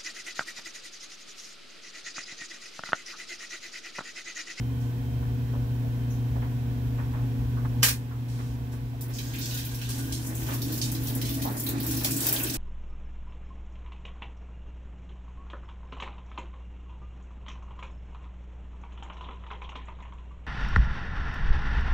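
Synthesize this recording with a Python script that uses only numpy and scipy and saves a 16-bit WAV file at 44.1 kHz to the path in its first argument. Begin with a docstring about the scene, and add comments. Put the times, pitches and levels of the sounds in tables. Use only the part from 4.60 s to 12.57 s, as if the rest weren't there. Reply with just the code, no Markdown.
"""A top-loading washer in a small hard-walled laundry, heard at the two microphone ports of a handheld phone.
Mains hum, a fan tone and a thin whine are sines; air rumble, hiss, soft knocks and swishes are shaped noise.
The lid lock snaps as noise bursts with ringing modes, and the drone sinks a little. Then the inlet valve opens:
water sprays and spits as flickering noise bands and short bursts, the steel tub drums through resonances,
water sloshes as swelling noise and the valve whistles through narrow peaks."""
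import sys
import numpy as np
from scipy import signal
from scipy.fft import rfft, irfft, next_fast_len
from scipy.io import wavfile

SR = 44100
rng = np.random.default_rng(int(sys.argv[2]) if len(sys.argv) > 2 else 0)


def persist_wave(psi):
    """Save psi, clipped to +-1, as 16-bit WAV."""
    counts = np.round(np.clip(psi, -1, 1) * 32767).astype(np.int16)
    wavfile.write(sys.argv[1], SR, np.atleast_2d(counts).T)


N = 351477

LEFT_LAG = 14  # samples by which the left port hears the machine later

# Standing waves of the small room: a fine fixed ripple over frequency, another at each port.
ROOM_SIZE, ROOM_T60_S = 32768, 0.12
ROOM_DECAY = np.exp(-np.log(1000) * np.arange(ROOM_SIZE) / SR / ROOM_T60_S)
ROOM = rfft(rng.standard_normal((2, ROOM_SIZE)) * ROOM_DECAY)

# Level of the machine's drone as the phone moves. Each row: time in seconds, level of the hum in dB.
DRONE_LEVEL = [(0, -29.5), (1, -28.5), (2, -29), (3.2, -28), (3.27, -31.5), (3.5, -33.5), (3.85, -31.5),
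               (4.3, -34), (4.6, -33.5), (5.06, -34), (5.7, -33), (6.5, -30.5), (7.0, -35.5), (7.33, -32),
               (7.55, -36.5), (7.97, -38.5)]

# The water jet; its first row is when the valve opens. Each row: time in seconds, spray level in dB,
# treble lift of the spray in dB (only its swing about the mean is heard), tub drumming level in dB.
JET = [(4.38, -64, -20, -55), (4.55, -49.5, 4, -51.5), (4.86, -41, 4, -40), (4.95, -47, 7, -52),
       (5.3, -42, 1, -54), (5.4, -46, 7, -40), (5.7, -47, 11.5, -42.5), (6.0, -43.5, 8.5, -32.5),
       (6.35, -44.5, 11.5, -37.5), (6.65, -44.5, 7.5, -35.5), (6.9, -46, 12.5, -33.5), (7.17, -45, 4, -35),
       (7.4, -39.5, 3, -33.5), (7.6, -40, 11, -34.5), (7.75, -37.5, 7, -39.5), (7.97, -39.5, 12, -33.5)]


def from_db(db):
    """Decibels to gain."""
    return 10 ** (np.asarray(db) / 20)


def rms_one(x):
    """Scales to rms 1."""
    return x / np.sqrt(np.mean(x ** 2) + 1e-20)


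def in_time(rows):
    """Draws each column of a table as a line over time, one value per sample."""
    s, *columns = np.transpose(rows)
    return [np.interp(np.arange(N) / SR, s, column) for column in columns]


def at_hz(points, hz):
    """Reads a table of (Hz, value) on a log-frequency axis."""
    table_hz, values = np.array(points).T
    return np.interp(np.log(hz), np.log(table_hz), values)


def colour(points):
    """Turns a table of (Hz, dB) into a gain for each frequency."""
    return lambda hz: from_db(at_hz(points, hz))


def hump(centre_hz, octaves):
    """Bell-shaped gain on a log-frequency axis."""
    return lambda hz: np.exp(-0.5 * (np.log2(hz / centre_hz) / octaves) ** 2)


def drift(rate_hz):
    """Smooth random wander of rms 1: noise through two equal low-pass poles, run at every 40th sample."""
    step = 40
    r = np.exp(-2 * np.pi * rate_hz * step / SR)
    settle = 2000
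    noise = rng.standard_normal(N // step + settle + 2)
    slow = signal.lfilter([1], [1, -2 * r, r * r], noise)[settle:]
    return np.interp(np.arange(N) / step, np.arange(len(slow)), rms_one(slow))


def room_gain(hz):
    """Direct sound plus the room's resonances, which fade in over the octave above 300 Hz."""
    grid = np.arange(ROOM.shape[1]) * SR / ROOM_SIZE
    share = 0.5 * np.clip(np.log2(hz / 300), 0, 1)
    ripple = np.abs(ROOM) / np.sqrt(np.mean(np.abs(ROOM) ** 2))
    return np.array([1 - share + share * np.interp(hz, grid, r) for r in ripple])


def port_noise(size):
    """Room-tinted noise: a common part, late at the left port, plus a diffuse part of each port's own."""
    # Each row: frequency in Hz, share of the noise power common to both ports (0 to 1).
    likeness = [(25, .97), (60, 0.88), (250, 1), (600, 0.72), (1500, 0.063), (8000, 0.028)]
    padded = next_fast_len(size)
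    common, left, right = rfft(rng.standard_normal((3, padded)))
    hz = np.arange(len(common)) * SR / padded + 1
    alike = np.clip(at_hz(likeness, hz), 0, 1)
    late = np.exp(-2j * np.pi * hz * LEFT_LAG / SR)
    shared = np.sqrt(alike) * common * [late, late ** 0]
    diffuse = np.sqrt(1 - alike) * np.array([left, right])
    return irfft((shared + diffuse) * room_gain(hz), padded)[:, :size]


def coloured(x, gain_at):
    """Shapes noise by a gain for each frequency; rms 1."""
    size = x.shape[1]
    padded = next_fast_len(size)
    hz = np.arange(padded // 2 + 1) * SR / padded + 1
    shaped = irfft(rfft(x, padded) * gain_at(hz), padded)
    return rms_one(shaped[:, :size])


def resonance(x, hz, width_hz):
    """Two-pole resonance whose peak gain is about 1."""
    r = np.exp(-np.pi * width_hz / SR)
    poles = [1, -2 * r * np.cos(2 * np.pi * hz / SR), r * r]
    return signal.lfilter([(1 - r * r) / 2, 0, (r * r - 1) / 2], poles, x)


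def burst(gain_at, t60, rise_s, bend=1, size=12288):
    """Noise that swells in rise_s and is 60 dB down at t60; bend over 1 holds longer, then falls faster."""
    t = np.arange(size) / SR
    noise = coloured(port_noise(size), gain_at) / 2  # halved, so that peaks come near 1
    return noise * (1 - np.exp(-t / rise_s)) * from_db(-60 * (t / t60) ** bend)


def add(out, s, sound):
    """Mixes a short sound in at time s."""
    at = round(s * SR)
    out[:, at:at + sound.shape[1]] += sound[:, :N - at]


def pan(db):
    """Gains for the two ports, left minus right in dB."""
    return from_db([[db / 2], [-db / 2]])


def tone(hz, phase):
    """A sine of rms 1 at both ports, later at the left."""
    t = (np.arange(N) - np.array([[LEFT_LAG], [0]])) / SR
    return np.sqrt(2) * np.sin(2 * np.pi * hz * t + phase)


def hum():
    """Magnetic hum: a harmonic series on twice the mains frequency."""
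    # Each row: multiple of the hum frequency, level in dB re the drone level.
    harmonics = [(1, 0), (2, -14), (3, -30.5), (4, -25.5), (6, -33.5)]
    hum_hz = 119.74
    level_db, = in_time(DRONE_LEVEL)
    series = sum(from_db(db) * tone(k * hum_hz, rng.uniform(0, 2 * np.pi)) for k, db in harmonics)
    return from_db(level_db) * series


def fan():
    """Fan tone: a sine wavering slightly in level and phase, following the drone level."""
    level_db, = in_time(DRONE_LEVEL)
    waver_db = 0.62 * drift(2.8)
    return from_db(level_db - 13.5 + waver_db) * tone(268, 0.44 * drift(0.46))


def rumble():
    """Air rumble: low-weighted noise that takes the whole swing of the drone level."""
    # Each row: frequency in Hz, relative density in dB per Hz.
    rumble_colour = [(13, -44), (22, -28.5), (69, -2), (97, -20), (124, -7), (148, -11.5), (183, -23),
                     (256, -16), (290, -23), (317, -24), (476, -28.5), (538, -35), (714, -30), (1130, -50),
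                     (1500, -38), (1950, -66), (3300, -120)]
    level_db, = in_time(DRONE_LEVEL)
    start_db = -35.5
    noise = coloured(port_noise(N), colour(rumble_colour))
    return from_db(start_db + level_db - level_db[0]) * noise


def hiss():
    """Broad hiss: shaped noise that takes about half the swing of the drone level."""
    # Each row: frequency in Hz, relative density in dB per Hz.
    hiss_colour = [(400, -2.5), (700, -6), (970, 1), (1300, -9.5), (1500, -5), (2000, -8.5), (3200, -10.5),
                   (5000, -16), (7700, -18), (9100, -22.5), (12000, -17), (15700, -14)]
    level_db, = in_time(DRONE_LEVEL)
    start_db, follows = -49, 0.51
    noise = coloured(port_noise(N), colour(hiss_colour))
    return from_db(start_db + follows * (level_db - level_db[0])) * noise


def whine():
    """Thin high sine, unsteady in level and phase, that holds its mean level and then fades."""
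    fade_start_s, fade_db_per_s = 1.65, 7
    fade_db = fade_db_per_s * np.maximum(np.arange(N) / SR - fade_start_s, 0)
    return from_db(-69.5 - fade_db + 3.4 * drift(6.0)) * tone(3118, 0.38 * drift(4.6))


def swishes():
    """Brief thin swishes: puffs of treble noise."""
    # Each row: start in seconds, peak level in dB (approximate), centre in Hz, width in octaves,
    # t60 in seconds.
    puffs = [(.2, -52.5, 6000, 0.49, 0.28), (1.501, -47.5, 6160, .15, 0.18), (1.5, -52, 12000, 0.22, 0.22),
             (3.682, -47.5, 4700, 0.99, 0.9), (4.118, -46.5, 7900, 1, 0.15)]
    out = np.zeros((2, N))
    for s, db, hz, octaves, t60 in puffs:
        add(out, s, from_db(db) * burst(hump(hz, octaves), t60, rise_s=0.0013, bend=1.8))
    return out


def knocks():
    """Soft knocks: bursts of noise around one centre each, mostly dull."""
    # Each row: start in seconds, peak level in dB (approximate), centre in Hz, width in octaves,
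    # t60 in seconds.
    bumps = [(0.625, -39, 800, 0.71, 0.12), (0.933, -35.5, 579, 0.75, 0.26), (1.234, -37, 577, 0.4, 0.14),
             (1.758, -29.5, 560, 0.73, 0.08), (1.818, -34.5, 750, 1, 0.2), (2.383, -35, 953, 0.81, 0.22),
             (2.534, -37, 930, 0.7, 0.32), (2.968, -37.5, 1200, 0.27, 0.17),
             (3.047, -29.5, 1000, 0.61, 0.068), (3.507, -41.5, 1180, 0.45, 0.22),
             (3.789, -34.5, 693, 1, 0.14), (4.13, -36.5, 610, 1, 0.1), (4.331, -35, 724, 0.15, 0.085),
             (4.734, -36, 2350, 0.66, 0.29), (5.885, -31, 900, 0.88, 0.32), (6.852, -23.5, 770, 0.4, 0.18),
             (7.445, -28, 638, 0.33, 0.086), (7.668, -32, 1100, 0.65, 0.066)]
    out = np.zeros((2, N))
    for s, db, hz, octaves, t60 in bumps:
        add(out, s, from_db(db) * burst(hump(hz, octaves), t60, rise_s=0.0029, bend=1.3))
    return out


def lid_lock():
    """A solenoid bolt hits its stop: a broad crack spreading through the sheet metal, and short rings."""
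    # Coil tick, bolt and rebound. Each row: start in seconds, peak level in dB (approximate),
    # t60 of the crack in seconds.
    strikes = [(3.224, -28, 0.087), (3.2294, -8, 0.22), (3.283, -16.5, 0.15)]
    # Colour of the crack. Each row: frequency in Hz, relative density in dB per Hz.
    crack_colour = [(210, -39), (350, -23), (445, -8.5), (664, -14), (730, -20), (817, -10), (1380, -8),
                    (1650, -1), (2130, -7.5), (2420, -3.5), (3450, -7.5), (5940, -4.5), (12000, -6.5),
                    (15700, -6.5)]
    # Rings of the metal. Each row: frequency in Hz, level in dB re the strike, t60 in seconds.
    modes = [(700, -29, 0.068), (1215, -20, 0.051), (1604, -21.5, 0.18), (2300, -36, .08),
             (3010, -14, 0.12), (4320, -18.5, 0.2), (5020, -12, 0.05), (5980, -10, .05)]
    out = np.zeros((2, N))
    t = np.arange(8192) / SR
    for s, db, t60 in strikes:
        add(out, s, from_db(db) * burst(colour(crack_colour), t60, rise_s=0.0012, bend=1.29))
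        for hz, mode_db, ring_s in modes:
            phase = rng.uniform(0, 2 * np.pi, (2, 1))
            decay = from_db(db + mode_db - 60 * t / ring_s)
            add(out, s, decay * np.sin(2 * np.pi * hz * t + phase))
    return out


def splashes():
    """Small splashes: a gain that jumps at random moments and dies back to 1."""
    step = 32  # samples
    per_s, decay_s, mean_jump = 25, 0.011, 0.43
    count = N // step + 1
    hits = (rng.random(count) < per_s * step / SR) * rng.exponential(1, count)
    dying = signal.lfilter([1], [1, -np.exp(-step / SR / decay_s)], hits)
    return 1 + mean_jump * np.repeat(dying, step)[:N]


def spray():
    """Dense droplets in bands a third of an octave wide that flicker partly together, partly alone."""
    # Each row: frequency in Hz, relative level of the band there in dB.
    spray_colour = [(1000, -34), (1700, 1.5), (2120, -10), (2560, 2), (3960, 1.5), (7710, -0.5),
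                    (9060, -12.5), (15100, -14), (16000, -4), (16500, -47)]
    spray_db, treble_db, _ = in_time(JET)
    patchy_db, grain_db, grain = 2.0, 0.5, 64  # grain: samples for each drop size
    drops = from_db(grain_db * np.minimum(rng.exponential(1, N // grain + 1), 5))  # uneven drop sizes
    rough = np.repeat(drops, grain)[:N]
    white = [port_noise(N) * rough, port_noise(N) * rough]  # neighbouring bands use different noise
    together = drift(14)
    edges = 1400 * 2 ** (np.arange(12) * 0.35)
    out = np.zeros((2, N))
    for k, (low, high) in enumerate(zip(edges, edges[1:])):
        hz = np.sqrt(low * high)
        if k % 3 == 0:  # up to three neighbouring bands splash together
            spatter = splashes()
        sos = signal.butter(2, [low, high], "band", fs=SR, output="sos")
        band = signal.sosfilt(sos, white[k % 2])
        treble_share = np.clip(np.log2(hz / 6000), 0, 1)
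        lift_db = treble_share * (treble_db - np.mean(treble_db))
        flicker_db = patchy_db * (together / 2 + drift(4.2))
        out += from_db(at_hz(spray_colour, hz) + lift_db + flicker_db) * spatter * band
    return from_db(spray_db) * rms_one(out)


def tub_drumming():
    """The steel tub drummed by the jet: lumpy noise excites its low modes, each filtered twice."""
    # Each row: frequency in Hz, width of the first filter in Hz (the second is twice as wide),
    # filter gain in dB.
    tub_modes = [(149, 13, -7), (229.2, 26, -7), (265.8, 32, 0), (314.3, 10.5, 0.5), (372.5, 37, -13),
                 (439, 40, -22.5), (653, 6.7, -14)]
    tub_db = in_time(JET)[2]
    jet = port_noise(N) * from_db(1.7 * drift(7.4))  # the jet lands in lumps
    tub = 0
    for hz, width_hz, db in tub_modes:
        narrow = resonance(jet, hz, width_hz)
        tub = tub + from_db(db) * resonance(narrow, hz, 2 * width_hz)
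    return from_db(tub_db) * pan(2) * rms_one(tub)


def sloshing(noise):
    """Water sloshing in the tub: mid-band noise that swells as the water gathers."""
    # Each row: frequency in Hz, relative density in dB per Hz.
    slosh_colour = [(350, -3), (500, -8.5), (720, -6), (1000, -11), (1300, -12), (1900, -11.5),
                    (2600, -23.5)]

    def gain_at(hz):
        """The slosh colour, cut by 40 dB beyond 1.5 octaves from 950 Hz."""
        outside = np.abs(np.log2(hz / 950)) > 1.5
        return from_db(at_hz(slosh_colour, hz) - 40 * outside)

    open_s, rise_db_per_s = JET[0][0], 4
    swell_db = rise_db_per_s * (np.arange(N) / SR - open_s)
    return from_db(-56.5 + swell_db + 3.04 * drift(12)) * coloured(noise, gain_at)


def echoed(gain_at):
    """Adds to a colour the comb of one near echo off the tub wall, at a random lag."""
    lag_s, strength = rng.uniform(0.000394, 0.001625), 0.54
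    return lambda hz: gain_at(hz) * np.abs(1 + strength * np.exp(2j * np.pi * hz * lag_s))


def spits():
    """Trapped air bursts from the inlet: a crack on the steel, a body and a fine top, ragged as drops break up."""
    # Each row: start in seconds, crack level in dB, body centre in Hz, body width in octaves,
    # body level in dB, fine top level in dB, body t60 in seconds. Levels are approximate peaks,
    # those of body and top before the raggedness.
    air_bursts = [(4.4095,-39,7700,1,-37,-32,0.15),(4.481,-42,2970,.5,-55,-39,0.14),(4.536,-48,5770,0.38,-38,-43,0.72),(4.585,-33,3500,0.74,-30.5,-34,0.13),
                  (4.737,-40,2650,.55,-41,-35,0.12),(4.7844,-34,3670,0.59,-36,-28,0.14),(4.812,-38,5000,.55,-32.5,-48,0.5),(4.8562,-38,5460,.5,-36,-34,.3),
                  (4.909,-37,3600,0.52,-35.5,-36,0.48),(4.9423,-26,6560,0.38,-36,-30,.2),(4.973,-36,4160,0.93,-33,-35,0.27),(5.049,-39,2940,.5,-45,-29,0.18),
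                  (5.144,-39,5600,.5,-41,-33.5,0.2),(5.215,-43,3240,0.84,-33.5,-37,0.15),(5.29,-38,7300,0.95,-30,-48,.3),(5.382,-41,7850,0.95,-34,-44,.25),
                  (5.523,-25,5960,0.79,-28,-39,0.22),(5.663,-38,7650,.4,-36,-34,0.13),(5.7518,-38,7740,0.21,-37,-32,0.083),(5.934,-36,5900,0.47,-36,-27,0.17),
                  (6.018,-36,4900,0.44,-32,-28,.16),(6.121,-36,5200,.55,-35.5,-28,0.27),(6.1755,-35,5900,0.4,-34,-29,0.1),(6.215,-14.5,5100,0.65,-24,-35,.21),
                  (6.315,-35,7980,0.65,-33,-29,0.15),(6.3493,-32,4550,0.44,-34.5,-33.5,0.14),(6.434,-37,5420,.5,-47,-31,.23),(6.47,-50,6300,0.7,-33.5,-40,0.16),(6.483,-33,3740,0.41,-38,-29,0.19),
                  (6.5505,-30,8190,0.4,-36,-24,0.1),(6.614,-29,3860,0.77,-29,-29,0.16),(6.65,-39,4470,0.95,-32,-34,0.32),(6.69,-36,3750,0.47,-36.5,-31,0.34),
                  (6.74,-35,7510,0.56,-36.5,-33,.18),(6.819,-34,4600,1,-30,-28,0.17),(6.967,-38,8350,.6,-32,-34,0.29),(6.997,-33,6250,.5,-39,-25.5,0.16),
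                  (7.0356,-29,2520,0.54,-45,-25,0.13),(7.0645,-33,3620,.43,-32,-25,0.2),(7.0887,-15,7660,0.39,-33,-24,0.14),(7.201,-21,4100,.55,-42,-31,0.21),
                  (7.229,-33,8350,0.67,-33,-28,.15),(7.265,-20,6600,0.52,-34,-23.5,0.17),(7.3088,-29,7000,0.95,-28.5,-27,0.3),(7.367,-30,5330,0.4,-35,-25,0.19),
                  (7.4347,-27,7500,.55,-35,-26,0.4),(7.4455,-26,5250,0.96,-19,-21,0.13),(7.507,-28,7600,0.63,-26,-24.5,0.19),(7.564,-28,7800,0.14,-28,-24,0.14),
                  (7.605,-21,7570,1,-25,-26,0.43),(7.6673,-8,7400,1,-20,-19,0.11),(7.688,-7,6100,0.81,-24,-23,0.1),(7.7255,-6,8300,0.22,-26,-16.5,0.15),
                  (7.763,-19,3760,0.42,-27,-29.5,0.1),(7.793,-26,3180,0.2,-39,-26,0.22),(7.832,-18,8450,0.24,-22.5,-18.5,0.081),(7.87,-28,2680,0.4,-43,-24.5,0.2),
                  (7.898,-26,5000,0.56,-26.5,-28,0.064),(7.939,-30,6000,0.86,-27,-27.5,0.099)]
    top_hz, top_octaves, top_lasts = 14470, 0.42, 0.87  # the fine top dies sooner than the body
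    water, cracks = np.zeros((2, 2, N))
    for s, crack_db, hz, octaves, body_db, top_db, t60 in air_bursts:
        body = burst(echoed(hump(hz, octaves)), t60, rise_s=0.00027, bend=1.41)
        add(water, s, from_db(body_db) * body)
        top = burst(hump(top_hz, top_octaves), top_lasts * t60, rise_s=0.00037, bend=1.45, size=8192)
        add(water, s, from_db(top_db) * top)
        crack_hz = hz if body_db > top_db else top_hz  # coloured like the stronger part
        crack = burst(hump(crack_hz, 0.12), t60=0.018, rise_s=0.00021, size=4096)
        add(cracks, s, from_db(crack_db) * crack)
    return water * from_db(1.08 * drift(90)) + cracks


def valve_whistle(noise):
    """The valve whistles: noise through narrow resonances, each filtered twice, faded in and out."""
    # Frequencies of the resonances in Hz.
    valve_hz = (1612, 1480, 2350)
    # One row for each frequency: width of each filter in Hz, filter gain in dB.
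    valve_peaks = [(22, 9), (30, 5), (60, -28)]
    # Each row: start in seconds, end in seconds, level in dB.
    whistles = [(4.62, 5.56, -57), (7.66, 7.9, -51)]
    t, edge_s = np.arange(N) / SR, 0.017
    valve = 0
    for hz, (width_hz, db) in zip(valve_hz, valve_peaks):
        narrow = resonance(noise, hz, width_hz)
        valve = valve + from_db(db) * resonance(narrow, hz, width_hz)
    level = np.zeros(N)
    for start_s, end_s, db in whistles:
        level += from_db(db) * np.clip(np.minimum(t - start_s, end_s - t) / edge_s, 0, 1)
    return level * from_db(2.3 * drift(15.0)) * rms_one(valve)


def fill():
    """The inlet valve opens within 41 ms on spray, drumming, slosh and whistle; the spits come on top."""
    is_open = np.clip((np.arange(N) / SR - JET[0][0]) / 0.041, 0, 1)
    steady = port_noise(N)  # one flow noise for slosh and whistle
    water = spray() + tub_drumming() + sloshing(steady) + valve_whistle(steady)
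    return is_open * water + spits()


def scene():
    """All sources at the two ports."""
    drone = hum() + fan() + rumble() + hiss() + whine()
    return drone + swishes() + knocks() + lid_lock() + fill()


def record(dry):
    """The ports differ in colour, and a steep low-pass cuts the top."""
    # Each row: frequency in Hz, left minus right in dB.
    port_lean = [(60, 1), (110, 1), (250, -2), (640, -1.5), (1000, -5), (1600, -4.5), (3100, -4.5),
                 (5000, -3), (8000, 1), (15000, 2)]
    size = next_fast_len(N + 4096)
    hz = np.arange(size // 2 + 1) * SR / size + 1
    half_db = at_hz(port_lean, hz) / 2
    ports = irfft(rfft(dry, size) * from_db([half_db, -half_db]), size)[:, :N]
    low_pass = signal.ellip(12, 0.5, 70, 15720, fs=SR, output="sos")
    return signal.sosfilt(low_pass, ports)


dry = scene()
out = record(dry)
persist_wave(out)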